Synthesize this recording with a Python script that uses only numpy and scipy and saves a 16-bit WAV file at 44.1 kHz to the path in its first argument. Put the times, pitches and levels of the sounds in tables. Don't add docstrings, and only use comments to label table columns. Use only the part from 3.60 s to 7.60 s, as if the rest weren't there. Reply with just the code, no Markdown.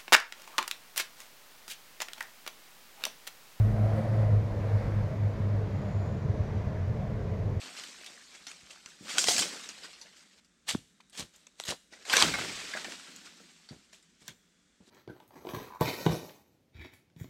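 import sys
import numpy as np
from scipy import signal
from scipy.fft import rfft, irfft, next_fast_len
from scipy.io import wavfile
from scipy.ndimage import uniform_filter1d, map_coordinates

SR = 44100
rng = np.random.default_rng(int(sys.argv[2]) if len(sys.argv) > 2 else 0)


def output_pcm(signal):
    pcm = np.clip(np.atleast_2d(signal).T, -1, 1) * 32767
    wavfile.write(sys.argv[1], SR, np.round(pcm).astype(np.int16))


N = 176400
T = np.arange(N) / SR


def amp(db):
    return 10 ** (np.asarray(db) / 20)


def unit(x):
    return x / np.sqrt(np.mean(np.abs(x) ** 2) + 1e-20)


def curve(rows):
    return np.interp(T, *np.transpose(rows))


def wobble(rate_hz):
    return map_coordinates(rng.standard_normal(1024), [T * rate_hz], mode="wrap")


def swell(peak_s, sigma_s):
    return np.exp(-.5 * ((T - peak_s) / sigma_s) ** 2)


def phase_of(hz):
    return 2 * np.pi * np.cumsum(hz + np.zeros(N)) / SR


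def filtered(x, response):
    size = next_fast_len(N + SR // 2)
    return irfft(rfft(x, size) * response(np.fft.rfftfreq(size, 1 / SR)), size)[:N]


def patchy_noise(spectrum, patchy_db, smooth_above_hz=4000):
    bin_hz, _, frames = signal.stft(rng.standard_normal(N), SR, nperseg=1024)
    patches = uniform_filter1d(rng.standard_normal(frames.shape), size=5, axis=0, mode="wrap")
    patches = uniform_filter1d(patches, size=10, axis=1, mode="wrap")
    depth_db = patchy_db / (1 + (bin_hz[:, None] / smooth_above_hz) ** 2)
    noise = signal.istft(frames * amp(depth_db * unit(patches)), nperseg=1024)[1][:N]
    knot_hz, knot_db = np.transpose(spectrum)
    return unit(filtered(noise, lambda hz: amp(np.interp(np.log(hz + 1), np.log(knot_hz), knot_db))))


def blurred_tone(hz, width_hz, order=4):
    coarse_s = T[::16]
    offset_hz = np.fft.rfftfreq(len(coarse_s), coarse_s[1])
    lowpass = 1 / (1 + (offset_hz / (width_hz / 2 + 1)) ** order)
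    slow_noise = irfft(rfft(rng.standard_normal((2, len(coarse_s)))) * lowpass, len(coarse_s))
    in_phase, quadrature = (np.interp(T, coarse_s, row) for row in slow_noise)
    phase = phase_of(hz)
    return unit(in_phase * np.cos(phase) + quadrature * np.sin(phase))


# time in seconds, pitch in Hz.
DRONE_PITCH_HZ = [(0, 106), (.25, 105.5), (.42, 108), (.62, 107.5), (.8, 104.5), (1.3, 103), (2, 101),
                  (2.5, 99), (4, 92)]
# time in seconds, level in dB.
DRONE_LEVEL_DB = [(0, -19), (.08, -23.5), (.155, -37), (.215, -21.5), (.28, -26), (.34, -25.5), (.445, -42),
                  (.5, -25), (.565, -27), (.595, -22.5), (.66, -23.5), (.685, -28), (.72, -23),
                  (.785, -20.5), (.835, -39), (.87, -29), (.935, -37), (.99, -26), (1.07, -34),
                  (1.14, -23.5), (1.19, -27), (1.235, -48), (1.28, -28), (1.31, -34), (1.37, -25.5),
                  (1.53, -41), (1.65, -23.5), (1.715, -28.5), (1.755, -47), (1.81, -30), (1.89, -27),
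                  (2.02, -27), (2.1, -37), (2.28, -43), (2.38, -29), (2.46, -41), (4, -52)]
# peak time in seconds, sigma in seconds, harmonic number, level in dB.
OVERTONE_SWELLS = [(0.11, 0.086, 2, -36), (0.396, 0.063, 2, -35), (0.645, .06, 2, -45.5),
                   (1.37, 0.02, 2, -44), (1.843, 0.045, 2, -37.5), (2.292, 0.082, 2, -38),
                   (0.369, .05, 3, -47), (0.55, 0.039, 3, -49), (1.09, .12, 3, -55.5)]

def vehicle_drone(jitter_hz=1.3, flutter_db=.4):
    hz = curve(DRONE_PITCH_HZ) + jitter_hz * wobble(12)
    phase = phase_of(hz) + rng.uniform(0, 2 * np.pi)
    fundamental = amp(curve(DRONE_LEVEL_DB) + flutter_db * wobble(20)) * np.sin(phase)
    overtones = sum(amp(db) * swell(peak_s, sigma_s) * np.sin(harmonic * phase)
                    for peak_s, sigma_s, harmonic, db in OVERTONE_SWELLS)
    return np.sqrt(2) * (fundamental + overtones)


# start in seconds, pitch in Hz, gain in dB.
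THUMPS = [(2.298, 103, -24), (2.35, 107, -21), (2.472, 98, -20), (2.643, 116, -22), (2.693, 101, -14),
          (2.746, 88, -20), (2.8, 98, -13.5), (2.835, 88, -20), (2.955, 104, -18), (3.062, 88, -16),
          (3.14, 109, -17.5), (3.222, 92, -20), (3.27, 88, -15.5), (3.292, 98, -16), (3.39, 102, -21),
          (3.535, 101, -22), (3.668, 96, -21), (3.71, 99, -18), (3.85, 100, -16), (3.892, 121, -22),
          (3.963, 98, -17.5)]

def panel_thumps(rise_s=.0064, t60_s=.1, rough_db=1.5):
    out = np.zeros(N)
    for start_s, hz, db in THUMPS:
        age_s = np.maximum(T - start_s, 0)
        ring = np.sin(2 * np.pi * hz * age_s + rng.uniform(0, 2 * np.pi))
        attack = 1 - np.exp(-(age_s / rise_s) ** 2)
        decay = amp(db - 60 * age_s / t60_s + rough_db * wobble(80))
        out += attack * decay * ring
    return out


# time overhead in seconds, half-width in seconds, level in dB.
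WHEEL_PASSES = [(0.33, 0.21, -43.5), (0.598, 0.22, -43.5), (1.165, 0.14, -48)]
# pitch overhead in Hz, level in dB relative to the pass.
BAR_TONES = [(548, -1.5), (640, -1.5), (735, -7)]

def tyre_song(doppler_depth=.11, glide_s=.3, wander=.015, rough_db=3):
    out = np.zeros(N)
    for overhead_s, half_width_s, pass_db in WHEEL_PASSES:
        since_s = T - overhead_s
        doppler = 1 - doppler_depth * since_s / np.hypot(since_s, glide_s)
        nearness = 1 / (1 + (since_s / half_width_s) ** 2)
        for hz, db in BAR_TONES:
            tone = blurred_tone(hz * doppler * (1 + wander * wobble(14)), width_hz=55)
            rough_tone = unit(tone * amp(rough_db * wobble(90)))
            out += amp(pass_db + db) * nearness * rough_tone
    return out


# peak time in seconds, sigma in seconds, pitch in Hz, level in dB.
SONG_FLARES = [(0.155, 0.023, 640, -43), (0.284, 0.013, 555.7, -37.5), (0.381, 0.021, 529, -40.5),
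               (0.616, 0.027, 542, -41), (0.74, 0.086, 456, -47.5), (1.01, .025, 497, -47),
               (1.2, 0.21, 462, -49), (1.528, 0.028, 620, -45.5), (1.743, 0.059, 560, -54),
               (2.25, 0.068, 611, -49), (2.655, 0.69, 424, -49), (2.793, 0.028, 605, -46.5),
               (3.12, 0.09, 627, -51.5), (3.709, 0.27, 431.7, -53.5)]

def song_flares():
    return sum(amp(db) * swell(peak_s, sigma_s) * blurred_tone(hz, width_hz=39)
               for peak_s, sigma_s, hz, db in SONG_FLARES)


# frequency in Hz, relative density in dB.
HISS_SPECTRUM = [(300, -25), (700, 12.5), (1100, 6.5), (2000, 3), (2900, -11), (4700, -11.5), (6500, -20),
                 (8500, -27), (12000, -28.5), (15000, -46)]
SIZZLE_SPECTRUM = [(4000, -25), (7500, 1.5), (9500, 3.5), (11800, -2), (13700, -5.5), (15300, -17)]
# time in seconds, level in dB.
HISS_LEVEL_DB = [(0, -53.5), (.22, -50.5), (.37, -47), (.48, -49), (.64, -48), (.8, -56.5), (.98, -53),
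                 (1.11, -47.5), (1.26, -49), (1.45, -53.5), (1.9, -56), (2.4, -53), (2.62, -58),
                 (2.8, -53.5), (3.15, -55.5), (3.4, -61), (4, -63)]
SIZZLE_LEVEL_DB = [(0, -75), (.19, -73), (.3, -73), (.395, -68), (.46, -72), (.6, -74), (.8, -79),
                   (1.15, -79), (1.6, -85), (2.3, -88), (2.9, -95), (3.55, -88), (3.75, -96)]

def tyre_hiss(flicker_db=.8):
    flicker = amp(flicker_db * wobble(16))
    hiss = amp(curve(HISS_LEVEL_DB)) * patchy_noise(HISS_SPECTRUM, patchy_db=1.1)
    sizzle = amp(curve(SIZZLE_LEVEL_DB)) * patchy_noise(SIZZLE_SPECTRUM, patchy_db=.5)
    return flicker * (hiss + sizzle)


# frequency in Hz, relative density in dB.
SHUDDER_SPECTRUM = [(10, -30), (22, -11.5), (33, 4), (41, 0), (52, 5.5), (70, -15.5), (120, -54)]
RUMBLE_SPECTRUM = [(25, -32), (50, -7.5), (66, -10), (86, 1), (103, -1), (124, -1.5), (155, -3.5),
                   (176, -9), (208, -4.5), (240, -18), (330, -36), (600, -80.5)]
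# time in seconds, level in dB.
SHUDDER_LEVEL_DB = [(0, -33), (.45, -44.5), (.7, -44.5), (1.2, -43), (1.8, -46), (2.8, -51.5), (3.3, -48),
                    (3.55, -48), (4, -47.5)]

def deck_rumble(rumble_db=-34.5, rise_db_per_s=.05):
    shudder = amp(curve(SHUDDER_LEVEL_DB)) * patchy_noise(SHUDDER_SPECTRUM, patchy_db=1.5)
    rumble = amp(rumble_db + rise_db_per_s * T) * patchy_noise(RUMBLE_SPECTRUM, patchy_db=-.24)
    return shudder + rumble


# frequency in Hz, relative density in dB.
ROAR_SPECTRUM = [(120, -38.5), (255, -2.5), (305, 2), (350, -2.5), (400, 0), (520, 1), (650, 0),
                 (800, -9.5), (1000, -8.5), (1300, -15.5), (2000, -16.5), (2450, -21), (2850, -25.5),
                 (4300, -29), (5500, -32), (6700, -34), (8200, -44), (10000, -53), (12300, -57),
                 (15000, -59.5)]

def distant_roar(start_db=-42, fade_db_per_s=.49, flutter_db=.12):
    level_db = start_db - fade_db_per_s * T + flutter_db * wobble(11)
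    return amp(level_db) * patchy_noise(ROAR_SPECTRUM, patchy_db=1.53)


# peak time in seconds, sigma in seconds, pitch in Hz, width in Hz, level in dB.
SQUEALS = [(.385, .02, 11690, 120, -75), (2.38, .19, 6960, 400, -71.5), (2.92, 0.26, 5970, 480, -76)]

def squeals():
    return sum(amp(db) * swell(peak_s, sigma_s) * blurred_tone(hz, width_hz, order=2)
               for peak_s, sigma_s, hz, width_hz, db in SQUEALS)


def scene():
    sustained = vehicle_drone() + deck_rumble() + distant_roar()
    wheels = panel_thumps() + tyre_hiss() + tyre_song() + song_flares()
    return (sustained + wheels + squeals())[None]


def record(dry):
    return filtered(dry[0], lambda hz: hz < 15300)[None]


dry = scene()
out = record(dry)
output_pcm(out)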